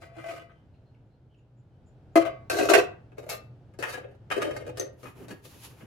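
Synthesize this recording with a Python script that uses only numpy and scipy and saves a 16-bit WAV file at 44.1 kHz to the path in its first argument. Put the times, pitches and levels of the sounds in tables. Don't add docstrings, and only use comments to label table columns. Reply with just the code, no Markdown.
import sys
import numpy as np
from scipy import signal
from scipy.fft import rfft, irfft, next_fast_len
from scipy.io import wavfile
from scipy.ndimage import map_coordinates

SR = 44100
rng = np.random.default_rng(int(sys.argv[2]) if len(sys.argv) > 2 else 0)


def generate_wav(sig):
    pcm = np.round(np.clip(np.atleast_2d(sig).T, -1, 1) * 32767).astype(np.int16)
    wavfile.write(sys.argv[1], SR, pcm)


def how_loud(loudness_db):
    steps = np.asarray(loudness_db, float) / 20
    return 10 ** steps


N = 258405


def unit(x):
    return x / np.sqrt(np.mean(x ** 2) + 1e-20)


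def along(points, hz):
    f, v = np.transpose(points)
    return np.interp(np.log(hz + 1), np.log(f + 1), v)


def curves(rows):
    s, *cols = np.transpose(rows)
    t = np.arange(N) / SR
    first = np.interp(t, [s[0] - 0.01, *s, s[-1] + 0.036], [-120, *cols[0], -120])
    return [first] + [np.interp(t, s, c) for c in cols[1:]]


def wobble(rate):
    knots = rng.standard_normal(int(N * rate / SR) + 4)
    return map_coordinates(knots, [np.arange(N) * rate / SR])


def filtered(x, response):
    m = next_fast_len(N + SR // 2)
    return irfft(rfft(x, m) * response(np.fft.rfftfreq(m, 1 / SR)), m)[..., :N]


def dying(t60s, shape):
    hz, t, z = signal.stft(rng.standard_normal(shape), SR, nperseg=256)
    decay = how_loud(-60 * t / along(t60s, hz)[:, None])
    return signal.istft(z * decay, SR, nperseg=256)[1][..., :shape[-1]]


def rush(spectrum, alike):
    def mid_side_gains(hz):
        turn = np.arccos(np.clip(along(alike, hz), -1, 1)) / 2
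        return how_loud(along(spectrum, hz)) * [np.cos(turn), np.sin(turn)]

    mid, side = filtered(rng.standard_normal((2, N)), mid_side_gains)
    return unit(np.array([mid + side, mid - side]))


# frequency in Hz, density in dB per Hz.
RUMBLE = [(13, -43.5), (22, -20.5), (118, -0.5), (143, -4.5), (169, -12), (409, -18.5), (837, -26.5),
          (1100, -35.5), (1490, -34), (1970, -42.5), (2900, -43), (5460, -52.5), (16000, -70)]
# time in seconds, level in dB.
RUMBLE_DB = [(0.0, -54.5), (1.06, -57), (1.35, -59), (2.74, -48.5), (2.97, -51.5), (4.13, -54.5),
             (4.67, -46.5), (4.95, -55.5), (5.86, -53.5)]
# frequency in Hz, left-right likeness (1 is mono).
RUMBLE_ALIKE = [(30, 0.98), (150, 0.92), (400, 1), (1500, 0.32), (8000, .2)]
# frequency in Hz, width in Hz, level in dB.
HUM = (121, 4.8, -59.5)


def air():
    s, db = np.transpose(RUMBLE_DB)
    hz, width, hum_db = HUM
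    hum = unit(filtered(rng.standard_normal(N), lambda f: 1 / (1 + ((f - hz) / width) ** 2)))
    rumble = rush(RUMBLE, RUMBLE_ALIKE) * how_loud(1.0 * wobble(3))
    swell = how_loud(np.interp(np.arange(N) / SR, s, db))
    return swell * (rumble + how_loud(hum_db + 55.5) * hum)


# start in seconds, length in seconds, first Hz, last Hz, level in dB.
BIRD_CALLS = [(0.508, 0.032, 6200, 6100, -84), (0.528, 0.085, 3180, 2920, -74), (.73, .05, 4200, 4130, -80),
              (0.74, 0.017, 2900, 2300, -70), (.85, .06, 4250, 4200, -79), (0.943, 0.013, 3010, 2000, -66),
              (1.05, .03, 7100, 6800, -93), (1.1, 0.066, 4130, 4200, -83), (1.295, 0.053, 3080, 3100, -75),
              (1.342, 0.011, 3200, 2380, -65), (1.37, .03, 6950, 6700, -82),
              (1.385, 0.016, 2890, 2600, -69), (1.567, .05, 7000, 7200, -81), (1.7, 0.075, 3140, 3020, -82),
              (1.86, 0.041, 7250, 7000, -71.5), (2.125, 0.039, 6940, 7100, -81)]


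def birds():
    out = np.zeros(N)
    for s, length, first_hz, last_hz, db in BIRD_CALLS:
        u = np.arange(round(length * SR)) / round(length * SR)
        pitch = first_hz + (last_hz - first_hz) * u + 900 * rng.standard_normal(len(u))
        whistle = np.sin(2 * np.pi * np.cumsum(pitch) / SR)
        out[round(s * SR):][:len(u)] += how_loud(db) * np.sqrt(np.sin(np.pi * u)) * whistle
    return out


# frequency in Hz, t60 in seconds.
SHED_T60 = [(200, .35), (2000, 0.36), (10000, .15)]


def shed(x):
    tail = dying(SHED_T60, (2, SR // 2))
    late = np.pad(x, (400, 0))
    return signal.fftconvolve(late[None], tail / np.linalg.norm(tail[0]), axes=1)[:, :N]


# time in seconds, swish in dB, thump in dB, rub in dB.
FOLDS = [(4.93, -79.5, -53.5, -74), (4.962, -89, -60, -73), (4.998, -68, -62.5, -70),
         (5.056, -58.5, -47.5, -45), (5.14, -69.5, -61, -63), (5.252, -60.5, -44, -49.5),
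         (5.268, -72, -42.5, -54), (5.312, -55.5, -47, -46), (5.364, -73, -60, -61), (5.414, -78, -67, -71),
         (5.452, -51.5, -51, -59), (5.536, -63, -58.5, -60.5), (5.652, -51.5, -60.5, -55),
         (5.738, -65.5, -58.5, -61.5), (5.86, -68.5, -61, -57)]
# frequency in Hz, density in dB per Hz.
SWISH = [(1470, -36), (2500, -1.5), (6540, -5.5), (6850, -2), (7950, -11.5), (11200, -1.5), (15100, -13),
         (16200, -16)]


def jacket():
    swish_db, thump_db, rub_db = curves(FOLDS)
    on = how_loud(np.minimum(swish_db + 90.5, 0))
    folds = wobble(35)
    thump_spectrum = [(100, -37), (150, 0), (400, -3), (700, -13.5), (1000, -45)]
    rub_spectrum = [(500, -33), (800, -0.5), (3000, -10), (4000, -34)]
    swish = how_loud(swish_db + 2 * folds) * rush(SWISH, [(5000, 0.32)])
    thump = how_loud(thump_db - 1 + 5.5 * wobble(25)) * rush(thump_spectrum, [(300, 0.71)])
    rub = how_loud(rub_db - 4.5 + 2.5 * folds) * rush(rub_spectrum, [(1000, 0.38)])
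    return swish + on * (thump + rub)


def causal(gain):
    c = irfft(np.log(gain + 1e-5))
    half = c.shape[-1] // 2
    c[..., 1:half] *= 2
    c[..., half + 1:] = 0
    return np.exp(rfft(c))


# frequency in Hz, density in dB per Hz.
SHEET = [(120, -54), (200, -17.5), (520, 3.5), (570, 0), (711, -6), (871, -23), (1190, -19.5), (1780, -24),
         (2820, -22.5), (3330, -23), (3860, -22.5), (11600, -31.5), (16200, -43.5)]
# frequency in Hz, t60 in seconds.
SHEET_T60 = [(300, 0.14), (2000, 0.096), (10000, 0.074)]
EDGES_HZ = (260, 900, 3300)
RING = 2 ** 15
BINS = np.fft.rfftfreq(RING, 1 / SR)
ABOVE = [1 / (1 + (edge / (BINS + 1)) ** 8) for edge in EDGES_HZ]
RANGES = causal(np.array([ABOVE[0] * (1 - ABOVE[1]), ABOVE[1] * (1 - ABOVE[2]), ABOVE[2]])[:, None])
SHEET_COLOUR = causal(how_loud(along(SHEET, BINS)))


def even(z):
    return z / np.sqrt(np.mean(abs(z) ** 2, 2, keepdims=True))


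def response(modes, grip, free_db, sheet_db, alike):
    t = np.arange(RING // 2) / SR
    hz, db, t60 = np.transpose(modes)[:, :, None]
    t60 = np.clip(t60, 0.03, 1.3)
    held = hz < EDGES_HZ[1]
    fade = how_loud(-60 * t / (grip * t60)) + how_loud(free_db - 20 * held - 60 * t / t60)
    turn = rng.normal(0, np.arccos(np.clip(alike, 0, 1)), (2, len(modes)))
    strength = how_loud(db[:, 0] + rng.normal(0, 4.1, len(modes)) + rng.normal(0, 4, turn.shape))
    wave = fade * np.exp(2j * np.pi * hz * t) * np.cos(np.pi * t * SR / RING)
    onset = 1 - np.exp(-t / 0.0004)
    tones = rfft(np.imag((strength * np.exp(1j * turn)) @ wave) * onset, RING)
    puff = dying(SHEET_T60, (3, RING // 2))
    sheet = rfft(puff[0] * alike + puff[1:] * np.sqrt(abs(1 - alike ** 2)), RING) * SHEET_COLOUR
    return even(even(RANGES * tones) + how_loud(sheet_db)[:, None, None] * even(RANGES * sheet))


def strike(hits, body, settle_db):
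    out, t = np.zeros((2, N + RING)), np.arange(RING) / SR
    for s, db, boom_db, sizzle_db, pan_db, chatter in hits:
        push = rng.standard_normal(RING) * (rng.random(RING) < 700 / SR) * (t < chatter)
        push[0] = 3
        bands = irfft(body() * rfft(push), RING)
        bands /= np.abs(bands).max((1, 2), keepdims=True)
        sound = np.tensordot(how_loud([boom_db, 0, sizzle_db]), bands, 1)
        rest = how_loud(settle_db * np.clip((t - chatter) / 0.008, 0, 1))
        sides = how_loud(db + np.array([[pan_db], [-pan_db]]) / 2)
        out[:, round(s * SR):][:, :RING] += sides * sound * rest
    return out[:, :N]


def slide(strokes, body, rough_db):
    out = np.zeros((2, N))
    for rows in strokes:
        db, boom_db, sizzle_db, pan_db = curves(rows)
        slips = rng.standard_normal(N) * (rng.random(N) < 2500 / SR)
        grains = unit(slips * how_loud(rough_db * wobble(60)))
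        pan = np.array([pan_db, -pan_db]) / 2
        for part, rel_db in zip(irfft(body(), RING), (boom_db, 0, sizzle_db)):
            force = grains[None] * how_loud(db + rel_db - 4 + pan)
            out += signal.fftconvolve(force, part, axes=1)[:, :N]
    return out


# start in seconds, side-wall peak in dB, boom and sizzle in dB
# relative to it, left-right in dB, chatter in seconds.
SHUT_HITS = [
    (4.7968, -32.5, 11, 10.5, 3.5, 0.01),
    (4.811, -33, 1.3, -7, 4.3, 0.0094),
]
# frequency in Hz, level in dB, t60 in seconds.
SHUT_MODES = [(397, 1.5, 0.187), (515, -8, 0.16), (1870, -9, 0.247), (3338, -43, 0.28), (3750, -44, 0.75),
              (4737, -31, 0.18), (5292, -33, 0.23), (5700, -18, 0.15), (5980, -32.5, 0.37),
              (6110, -15.5, 0.21), (6200, -5, 0.19), (8091, -46, 0.093), (8592, -36, 0.1),
              (9555, -58.5, 5.0), (10520, -40, 0.25), (12200, -18, 0.15)]


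def closed_set():
    body = lambda: response(SHUT_MODES, 0.25, -10, [-4, -2, -6], 0.4)
    return strike(SHUT_HITS, body, -4)


# start in seconds, side-wall peak in dB, boom and sizzle in dB
# relative to it, left-right in dB, chatter in seconds.
LID_HITS = [(3.1184, -51, 4, -17, 2, 0.018), (3.1812, -41, 12, -5.5, 4, 0.02),
            (3.2294, -48, 9, -5, -0.5, 0.015), (3.7374, -55.5, 1, -8, 4, 0.015),
            (3.7883, -40.5, 11.5, 0.5, 5.5, 0.015), (3.8255, -18, -10.5, -13.5, 5.5, 0.015),
            (3.9431, -30, -6.5, -12.5, 1.0, 0.015), (3.9744, -38.5, 6.5, -9.5, 6, 0.015),
            (4.0424, -49, 4, -31, -8, 0.013), (4.3021, -29.5, -7, -12, 8, 0.015),
            (4.3111, -18.5, -6.5, -22.5, 1.5, 0.015), (4.365, -27.5, 10, -10.5, 3.5, 0.023),
            (4.4178, -20.5, -1.5, -9.5, 0, 0.015), (4.4464, -32, 5, -23, 0, 0.0075),
            (4.5081, -33, 4, -11, 1, 0.015), (4.5638, -29.5, 2, -7, -1, 0.015),
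            (4.6653, -39.5, 13, -5.5, 2, 0.015), (4.6894, -41, 10.5, -7, 1, 0.015),
            (4.7721, -35, -1, 2, 3.5, 0.015), (5.0305, -41, 1.5, -7, 6.5, 0.015),
            (5.0554, -39.5, -12, -28, 12, 0.015), (5.2821, -45.5, 5, 1, 4.5, 0.015),
            (5.3071, -37, -4, -7, 6, 0.015), (5.451, -48.5, 1, -8, 10, 0.015),
            (5.808, -47, -3, -22, 3, 0.015)]
# frequency in Hz, level in dB, t60 in seconds.
LID_MODES = [(314, -3, .2), (406.6, 0, 0.22), (502, 0, 0.23), (587.3, -4.5, .2), (715, -5.5, 0.14),
             (846, -7, 0.11), (1229, -5.5, 0.22), (1400, -12.5, 0.18), (1552, -2, 0.145), (1670, -6, 0.42),
             (1826, -10, .3), (2136, -12, 0.18), (2490, -10.5, 0.23), (2600, -10, 0.17), (2900, -15, 0.28),
             (3098, -14, 0.39), (3784, -16.5, .4), (4487, -17.5, .4), (6115, -30.5, 0.17),
             (7063, -23.5, 0.23)]
# time in seconds, side walls in dB, boom and sizzle in dB relative
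# to them, left-right in dB.
LID_SLIDES = [
    [(3.79, -54.5, 10, 3, 0.5), (3.846, -28, -3, -17.5, 1.5), (3.916, -43, -7, -2, 0),
     (3.94, -37, -8, -6, 5.5), (4.042, -55, 12, -24.5, 8), (4.15, -68, 11.5, -7, -2.5)],
    [(4.31, -42, -5.5, -14.5, -3.5), (4.314, -27.5, -10.5, -7, -1.5), (4.392, -42.5, 10, -17.5, 3.5),
     (4.428, -30.5, 4, -11, 1), (4.48, -47, 16.5, -10, 5), (4.58, -48.5, 8.5, -10, 11),
     (4.728, -62.5, 14, -16, 1.0), (4.81, -46, 15.5, -2.5, 5), (4.9, -70.5, 23, -4, 5)],
]


def lid():
    body = lambda: response(LID_MODES, 0.27, -20, [-2, -3, 5], 0.4)
    return strike(LID_HITS, body, -3.5) + slide(LID_SLIDES, body, 3.3)


# start in seconds, side-wall peak in dB, boom and sizzle in dB
# relative to it, left-right in dB, chatter in seconds.
STOVE_HITS = [
    (3.2905, -28.5, -10, -4.5, 1.5, 0.017),
    (3.3147, -29, -5.5, -4.5, 2.5, 0.022),
    (3.3319, -36.5, 3.5, -7.5, 0.41, 0.015),
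]
# frequency in Hz, level in dB, t60 in seconds.
STOVE_MODES = [(641, -5.5, 0.14), (814, -20, 0.28), (1210, -23.5, 0.35), (1857, -39, 0.31),
               (2200, -30, 0.17), (2650, -27, 0.4), (3400, -25.5, 0.19), (3980, -19.5, 0.21),
               (4242, -13, 0.16), (4410, -37, 2.3), (5717, -25, 0.11), (5790, -32, 0.16), (6650, -16, 0.19),
               (7026, -37, 0.2), (7900, -21, 0.19), (8231, -15.5, 0.09), (10240, -5, 0.17),
               (11120, -23, 0.11), (11840, -27, 0.17), (12510, -4, 0.17)]
# time in seconds, side walls in dB, boom and sizzle in dB relative
# to them, left-right in dB.
STOVE_SLIDES = [
    [(3.17, -54.5, 8, -11, 3.3), (3.192, -55.5, 12, -5.5, 1.0), (3.276, -57, 12.5, -9.5, 2.3),
     (3.296, -38.5, 1, 9.5, 3.5), (3.346, -49.5, 7.5, 3, 1.0), (3.46, -76.5, -3, 1, 1.6)],
]


def stove():
    body = lambda: response(STOVE_MODES, 0.5, -9.5, [-2, -2, 0], 0.35)
    return strike(STOVE_HITS, body, 0) + slide(STOVE_SLIDES, body, 3.7)


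# start in seconds, side-wall peak in dB, boom and sizzle in dB
# relative to it, left-right in dB, chatter in seconds.
EMPTY_HITS = [(0.0199, -41, -2, -19, 4, 0.021), (0.1655, -46, 10.5, -10, 3, 0.035),
              (0.184, -41, -3, -15, 4, 0.024), (0.2394, -39, 9, -14.5, 1.5, 0.032),
              (0.2844, -33, -2, -15, 4, 0.03), (0.3094, -37, 4, -23, 0.5, 0.03),
              (0.3626, -39.5, 2.5, -9, -1, 0.022), (0.3955, -41.5, -3, -17, 1, 0.03),
              (0.4953, -50, -3, -27, 3.0, 0.027), (2.1555, -14, 10, -11, 3, 0.029),
              (2.1994, -27, 0.5, -12, 5, 0.029), (2.2513, -29, 6, -12.5, 8.5, 0.031)]
# frequency in Hz, level in dB, t60 in seconds.
EMPTY_MODES = [(333, -8.5, 0.23), (532, -11.5, 0.41), (672.3, -2.5, 0.21), (1125, -30, 1.3),
               (1249, -14.5, 0.18), (1539, -13, 0.29), (1960, -22, 0.36), (2037, -21.5, 0.28),
               (2070, -24.5, 0.53), (2299, -37, 5.0), (2367, -30, 0.47), (2510, -29.5, 0.35),
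               (2920, -24, 0.52), (3758, -48, 5.0), (4140, -22, 0.31), (4325, -46, 0.67),
               (4560, -26, 0.068), (4800, -43, 0.44)]
# time in seconds, side walls in dB, boom and sizzle in dB relative
# to them, left-right in dB.
EMPTY_SLIDES = [
    [(0.0, -64, 14, -6, 3.0), (0.018, -51.5, 1, -1.5, 2), (0.102, -61.5, 7, -19, 6), (0.266, -46, 0, -8, 4),
     (0.286, -45, -4, -11, -2), (0.32, -47, 9, -3, 5), (0.494, -71, 3, -16, 3), (0.592, -82, -4, -7, -3),
     (0.62, -85, 0, -15, 5)],
]


def empty_pot():
    body = lambda: response(EMPTY_MODES, 0.79, -14.5, [-10, -3, 4], 0.49)
    return strike(EMPTY_HITS, body, -6.5) + slide(EMPTY_SLIDES, body, 2.3)


# start in seconds, side-wall peak in dB, boom and sizzle in dB
# relative to it, left-right in dB, chatter in seconds.
POT_HITS = [(2.4987, -20, 1, -3, 1.0, 0.02), (2.5446, -27.5, 3, -9.5, 0.5, 0.02),
            (2.5863, -21, 3.5, -7, 1.0, 0.02), (2.6074, -23.5, 8, -20.5, 3.5, 0.02),
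            (2.6312, -27, 8.5, -10.5, 3.5, 0.02), (2.688, -14.5, -5, -15, 2, 0.02),
            (2.7353, -7, -2, -9, -7.5, 0.02), (2.7539, -11.5, 2, -25.5, 3.5, 0.02),
            (2.7844, -18, -9, -20.5, -0.5, 0.019)]
# frequency in Hz, level in dB, t60 in seconds.
POT_MODES = [(325, -9.5, 0.24), (397, -9.5, 0.27), (503, 0, 0.2), (671, -3.5, 0.1), (700, -18.5, 0.95),
             (938, -23, 0.27), (1147, -15, 0.19), (1356, -11.5, 0.21), (1570, -8, 0.19), (1950, -17, 0.25),
             (2080, -24.5, 0.21), (2525, -11.5, 0.11), (2583, -2, 0.077), (2752, -18.5, 0.22),
             (3800, -28.5, 0.45), (3995, -13, 0.13), (4463, -22.5, 0.25), (5500, -24.5, 0.16),
             (6000, -29.5, 0.17), (6132, -27.5, 0.062), (6800, -31, 0.27), (7100, -27, 0.25),
             (7100, -45, 0.41), (8100, -33.5, 0.14)]
# time in seconds, side walls in dB, boom and sizzle in dB relative
# to them, left-right in dB.
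POT_SLIDES = [
    [(2.5, -28.5, -2, -6, 11), (2.514, -34, 7.5, 0, 3.5), (2.684, -35.5, 8, -4, 1.5),
     (2.694, -26, 7, 1.5, 3.5), (2.726, -35, 12, -11.5, 8.5), (2.742, -23, 10.5, -1.5, 1),
     (2.95, -74.5, 5, -16, -4)],
]


def loaded_pot():
    body = lambda: response(POT_MODES, 0.26, -16, [-4, -3, 4], 0.41)
    return strike(POT_HITS, body, -2) + slide(POT_SLIDES, body, 3.7)


def scene():
    metal = empty_pot() + loaded_pot() + stove() + lid() + closed_set()
    near, far = metal + jacket(), birds()
    return near + how_loud(-12) * shed(near[0]) + 0.73 * far + how_loud(-5) * shed(far) + air()


def roll_off(x):
    return signal.sosfilt(signal.butter(12, 17000, fs=SR, output="sos"), x)


def record(dry):
    top_hz = 15850
    mix = filtered(dry, lambda hz: how_loud(-25 * (hz > top_hz)))
    return roll_off(mix)


dry = scene()
out = record(dry)
generate_wav(out)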